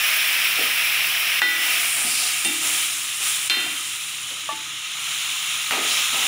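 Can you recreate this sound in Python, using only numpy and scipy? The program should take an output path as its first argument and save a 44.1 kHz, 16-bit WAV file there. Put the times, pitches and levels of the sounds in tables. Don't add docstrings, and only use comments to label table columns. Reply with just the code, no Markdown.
import sys
import numpy as np
from scipy import signal
from scipy.fft import rfft, irfft
from scipy.io import wavfile
from scipy.ndimage import uniform_filter1d, minimum_filter1d

SR = 44100
rng = np.random.default_rng(int(sys.argv[2]) if len(sys.argv) > 2 else 0)


def wav_record(signal):
    frames = np.transpose(np.atleast_2d(signal))
    bounded = np.clip(frames, -1, 1)
    quanta = np.round(bounded * 32767).astype(np.int16)
    wavfile.write(sys.argv[1], SR, quanta)


N = 276892
TIME = np.arange(N) / SR


def undb(db):
    return 10 ** (np.asarray(db) / 20)


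def curve(table):
    seconds, values = np.transpose(table)
    return np.interp(TIME, seconds, values)


def ramp(start_s, takes_s):
    return np.clip((TIME - start_s) / takes_s, 0, 1)


def add(track, start_s, sound):
    i = int(start_s * SR)
    track[i:i + len(sound)] += sound[:N - i]


def unit(x):
    return x / np.sqrt(np.mean(x ** 2))


def colour(x, spectrum):
    hz, db = np.transpose(spectrum)
    size = 4096
    bin_hz = np.arange(size // 2 + 1) * SR / size
    bin_db = np.interp(np.log(bin_hz + 1), np.log(hz), db)
    cepstrum = irfft(np.log(undb(bin_db)))
    cepstrum[1:size // 2] *= 2
    cepstrum[size // 2 + 1:] = 0
    impulse = irfft(np.exp(rfft(cepstrum)))
    return unit(signal.fftconvolve(x, impulse)[:len(x)])


def band(x, hz):
    return colour(x, [(hz / 8, -50), (hz * 0.93, -9), (hz, 0), (hz * 1.25, -10), (hz * 4, -50)])


def walk(rate_hz):
    knots = rng.standard_normal(2048)
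    return unit(np.interp(TIME * rate_hz, np.arange(len(knots)), knots))


def pops(rate_hz, spread_db):
    chance, size = rng.random(N), rng.standard_normal(N)
    heights = undb(spread_db * np.clip(size, -3, 3))
    return (chance < rate_hz / SR) * heights * rng.choice([-1, 1], N)


def ring(modes, size=SR):
    t = TIME[:size]
    total = 0
    for k, (hz, t60, db) in enumerate(modes):
        total = total + (-1) ** k * undb(db - 60 * t / t60) * np.sin(2 * np.pi * hz * t)
    return total


def kitchen(x, wet_db, t60):
    t = TIME[:SR // 2]
    tail = rng.standard_normal(len(t)) * undb(-60 * t / t60) * (t > .003)
    return x + undb(wet_db) * signal.fftconvolve(x, tail / np.linalg.norm(tail))[:N]


# frequency in Hz, level in dB.
BURNER_SPECTRUM = [(25, -8), (50, -10), (72, -3), (100, 1), (150, 4.5), (215, -5), (275, -8), (300, 4.5),
                   (340, -5.5), (450, -9), (700, -13.5), (2000, -20.5)]


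def burner():
    return undb(-53.0 + walk(9.9)) * colour(rng.standard_normal(N), BURNER_SPECTRUM)


SPREAD_S, SPREAD_TAKES_S = 1.51, 0.54
POUR_S, POUR_TAKES_S = 3.93, 0.76
# time in seconds, heat in dB.
PAN_HEAT = [(0, 0), (1.4, -2.2), (2.0, 0), (2.55, -0.15), (3.1, -3), (3.8, -3), (4.55, -11.5), (4.9, -11),
            (5.08, -5), (6.28, -4)]


def sizzle_db(law):
    base_db, per_heat, per_surge, spread_db, water_db = law
    driven = base_db + per_heat * curve(PAN_HEAT) + per_surge * surge()
    bared = spread_db * ramp(SPREAD_S, SPREAD_TAKES_S)
    watered = water_db * ramp(POUR_S, POUR_TAKES_S)
    return driven + bared + watered


def bubbles(rate_hz, cycles, glide, count=24):
    out, t = 0, TIME[:SR // 25]
    for hz in np.geomspace(1000, 4400, count):
        age = t * hz / cycles
        chirp = np.exp(-age) * np.sin(2 * np.pi * hz * t * (1 + glide * np.tanh(age)))
        bursts = pops(rate_hz / count, spread_db=1.5)
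        out = out + hz * signal.fftconvolve(bursts, chirp)[:N]
    return unit(out)


# frequency in Hz, sharpness Q, boost as a gain.
BOWL_RESONANCES = [(674, 15, 0.99), (1250, 16, 1.0), (3085, 40, 0.1)]


def bowl(x):
    out = x
    for hz, q, boost in BOWL_RESONANCES:
        out = out + boost * signal.lfilter(*signal.iirpeak(hz, q, fs=SR), x)
    return out


# base level in dB, dB per dB of heat, dB per dB of surge,
# change in dB once the sauce is spread, change in dB once watered.
BOILING_LAW = (-21, 0.76, 0.7, -7, 5)
# time in seconds, share from 0 to 1.
THIN_SHARE = [(0, 0.02), (1.3, 0), (1.9, 0.09), (2.6, 0.63), (3.5, 0.87), (4.5, 0.97), (6.28, 0.94)]
# frequency in Hz, level in dB.
SAUCE_SPECTRUM = [(80, -67), (270, -26), (550, -23.5), (700, -18), (850, -18), (1250, -14.5), (1550, -9),
                  (2000, -4.5), (2400, 1), (2900, -2), (3600, -7.5), (4500, -15), (5450, -6.5), (6800, -22)]
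WATER_SPECTRUM = [(100, -79), (450, -38.5), (850, -16.5), (1200, -10.5), (1400, -9.5), (1700, -11),
                  (2150, -4.5), (3000, 0.5), (3900, -2), (4650, -16), (5400, -9), (6200, -7.5),
                  (7100, -3.5), (8200, -36)]


def boiling():
    thin = np.clip(curve(THIN_SHARE), 0, 1)
    froth = unit(pops(25000, spread_db=2.5)) + undb(-10.5) * bubbles(1800, cycles=7.7, glide=0.039)
    thick = colour(froth, SAUCE_SPECTRUM) * undb(0.34 * walk(70) + 0.22)
    other_froth = np.roll(froth, N // 2)
    water = colour(other_froth, WATER_SPECTRUM) * undb(0.39 * walk(40) + 0.05)
    mix = undb(sizzle_db(BOILING_LAW)) * (np.sqrt(1 - thin) * thick + np.sqrt(thin) * water)
    return kitchen(bowl(mix), wet_db=-11.0, t60=0.22)


# base level in dB before a small trim, dB per dB of heat,
# dB per dB of surge, change in dB once the sauce is spread, change in dB once watered.
CRACKLE_LAW = (-31.5, 1, 0.83, 5.5, -0.6)
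FINE_SPRAY_LAW = (-26, 1.4, 1.16, -9, 2.5)
# frequency in Hz, level in dB.
CRACKLE_SPECTRUM = [(1000, -55), (4200, -9), (5100, -5.5), (5800, -4), (6350, -6), (7000, -1.5), (7550, 2),
                    (8050, -3), (9000, 3), (9900, 1), (10800, -4.5), (12000, -12.5), (13500, -16.5)]
SPRAY_SPECTRUM = [(3000, -52), (8000, -18), (10200, -2.5), (11300, 1.5), (12200, -5.5), (13000, -7),
                  (13850, -10), (14600, 4), (15100, 4), (15600, 1)]


def frying():
    crackle = unit(pops(28000, spread_db=1.0)) + undb(-9) * unit(pops(150, spread_db=3.0))
    crackle_db = sizzle_db(CRACKLE_LAW) + .5 * walk(45) - 1.5
    spray_db = sizzle_db(FINE_SPRAY_LAW) + 0.85 * walk(70) + 2.15
    fry = colour(crackle, CRACKLE_SPECTRUM) * undb(crackle_db)
    spray = colour(pops(18000, spread_db=1.5), SPRAY_SPECTRUM) * undb(spray_db)
    return fry + spray


BUMP_ATTACK_S, BUMP_T60_S = 0.0044, 0.29
SETTLE_S, SETTLE_DB, BODY_DB = .072, -12, -1.5
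# frequency in Hz, level in dB.
PAN_BODY = [(130, -37), (205, -18), (250, 1), (340, -1.5), (450, -19), (600, -10), (740, -3.5), (860, -9),
            (1100, -26)]
# start in seconds, level in dB, contact pitch in Hz.
FOOD_BUMPS = [(.582, -29.5, 456), (1.418, -33.5, 370), (2.04, -37.5, 223), (2.45, -31, 268),
              (3.565, -30, 290), (3.655, -35.5, 270), (4.303, -46.5, 516), (4.52, -44, 320),
              (5.772, -30, 400)]


def bumps():
    out, t = np.zeros(N), TIME[:SR]
    thud = undb(-60 * t / BUMP_T60_S) * (1 - np.exp(-t / BUMP_ATTACK_S))
    for s, db, hz in FOOD_BUMPS:
        for at, at_db in (s, db), (s + SETTLE_S, db + SETTLE_DB):
            contact, body = rng.standard_normal((2, len(t)))
            add(out, at, undb(at_db) * thud * (band(contact, hz) + undb(BODY_DB) * colour(body, PAN_BODY)))
    return out


# frequency in Hz, t60 in seconds, then levels in dB when struck
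PAN_RING = [(258, .35, -48, -33, -42), (301, 1.4, -44, -36, -50), (339, 1.15, -33, -31, -35),
            (842, .65, -29, -35, -38), (1405, 1.1, -31, -54, -27), (1470, 1.1, -19, -55, -35),
            (1970, .72, -8, -28, -19), (2315, .9, -25, -28, -27), (2756, .65, -20, -20, -13),
            (3135, .78, -20, -30, -14), (3612, .62, -16, -20, -12), (4134, .47, -20, -43, -10),
            (4947, .7, -34, -48, -29), (5416, .45, -31, -37, -29), (7644, .25, -50, -32, -40),
            (8958, .16, -43, -15, -34), (9400, .12, -45, -22, -32)]
# frequency in Hz, level in dB.
CLATTER_SPECTRUM = [(200, -25), (900, -15), (1400, -8.5), (2200, -3), (2700, 0), (3600, -14), (4400, -14),
                    (7000, -20.5)]
# start in seconds, ring in dB, click peak in dB, click pitch in Hz,
# clatter in dB, place (0 far wall, 1 right wall, 2 left wall).
SPOON_STRIKES = [(1.4185, -2.5, 2.5, 1800, -24.5, 0), (2.4486, -4, -7, 5500, -36, 1),
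                 (3.4985, -2, 4.5, 3500, -17, 2), (5.7098, -22, -6, 2000, -28.5, 1)]


def strikes():
    clicks, rings, t = np.zeros(N), np.zeros(N), TIME[:SR]
    for s, ring_db, click_db, hz, clatter_db, place in SPOON_STRIKES:
        modes = [(f, t60, place_db[place]) for f, t60, *place_db in PAN_RING]
        add(rings, s, undb(ring_db) * ring(modes))
        clatter = colour(rng.standard_normal(len(t)), CLATTER_SPECTRUM)
        add(rings, s, clatter * undb(clatter_db - 60 * t / 0.84))
        click_shape = [(hz / 16, -36), (hz / 2, -7), (hz, 0), (hz * 2, -12), (hz * 5, -26)]
        click = colour(signal.unit_impulse(SR // 50), click_shape)
        add(clicks, s, undb(click_db) * click / np.abs(click).max())
    return kitchen(clicks, wet_db=-2.5, t60=0.25) + kitchen(rings, wet_db=-13, t60=.4)


# frequency in Hz, level in dB.
SCRAPE_SPECTRUM = [(120, -19), (280, -6), (420, -3.5), (550, -6), (700, 1.5), (950, -1), (1120, -8.5),
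                   (1250, 10), (1450, -8), (2500, 0.5), (3500, -8), (7000, -26)]
# start in seconds, length in seconds, scrape in dB,
# surge of the sizzle in dB.
SPOON_STROKES = [(1.578, 0.26, -40, 4), (1.958, 0.19, -37.5, 1), (2.186, 0.16, -41, 2),
                 (2.61, .2, -38, 5.5), (3.201, 0.097, -42, 8.5), (4.268, 0.041, -55, 2.5),
                 (5.707, 0.11, -26, -0.5), (5.81, 0.24, -36, 5), (6.127, 0.17, -31.5, 4)]


def stirring():
    force = np.zeros(N)
    for s, length, db, _ in SPOON_STROKES:
        u = np.arange(int(length * SR)) / (length * SR)
        add(force, s, undb(db) * np.minimum(u / 0.02, 1) * np.sqrt(1 - u))
    return kitchen(force * colour(pops(2500, spread_db=3.0), SCRAPE_SPECTRUM), wet_db=0, t60=0.37)


def surge(rise_s=0.036, fall_s=0.12):
    total = 0
    for s, length, _, db in SPOON_STROKES:
        rise = 1 - np.exp(-np.clip(TIME - s, 0, length) / rise_s)
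        total = total + db * rise * np.exp(-np.maximum(TIME - s - length, 0) / fall_s)
    return total


# start in seconds, length in seconds, level in dB, pitch in Hz.
STEAM_FLARES = [(1.749, 0.54, -27, 9250), (2.02, 0.34, -29.5, 4900), (2.1, 0.29, -32.5, 3950),
                (5.86, 0.11, -29.5, 3880), (5.87, .17, -30.5, 5400)]


def flares():
    out = np.zeros(N)
    for s, length, db, hz in STEAM_FLARES:
        swell = np.sqrt(np.hanning(int(length * SR)).clip(0))
        jet_shape = [(hz / 4, -55), (hz * 0.76, -15), (hz, 0), (hz * 1.4, -15), (hz * 2, -40)]
        jet = colour(rng.standard_normal(len(swell)), jet_shape)
        add(out, s, undb(db) * swell * jet)
    return out


POT_S, POT_DB = 4.4895, -19
WALL_S, WALL_DB = .0217, -9
# frequency in Hz, t60 in seconds, level in dB.
POT_RING = [(640, .04, -3), (877, .36, -10.5), (1152, .17, 0), (1766, .3, -16)]


def pot():
    out, t = np.zeros(N), TIME[:SR]
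    knock = undb(POT_DB) * ring(POT_RING) * (1 - np.exp(-t / 0.0013))
    add(out, POT_S, knock)
    add(out, POT_S + WALL_S, undb(WALL_DB) * knock)
    return kitchen(out, wet_db=-13, t60=.35)


def scene():
    sizzle = boiling() + frying() + flares()
    spoon_and_pot = bumps() + strikes() + stirring() + pot()
    mono = burner() + sizzle + spoon_and_pot
    return np.array([mono, mono])


def limiter(x, ceiling_db, release_s, ahead_s, hold_s):
    over_db = np.maximum(20 * np.log10(np.abs(x).max(axis=0) + 1e-9) - ceiling_db, 0)
    fade = np.exp(-TIME / release_s)
    cut_db = np.maximum.accumulate(over_db / fade) * fade
    ahead, hold = int(ahead_s * SR), int(hold_s * SR)
    gain_db = minimum_filter1d(-cut_db, ahead + hold, origin=(hold - ahead) // 2)
    return x * undb(uniform_filter1d(gain_db, ahead // 2))


def record(dry):
    thinned = signal.sosfilt(signal.butter(2, 55, "high", fs=SR, output="sos"), dry)
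    limited = limiter(thinned, ceiling_db=-2.8, release_s=.12, ahead_s=.016, hold_s=.04)
    return signal.sosfilt(signal.ellip(10, .2, 80, 15600, fs=SR, output="sos"), limited)


dry = scene()
out = record(dry)
wav_record(out)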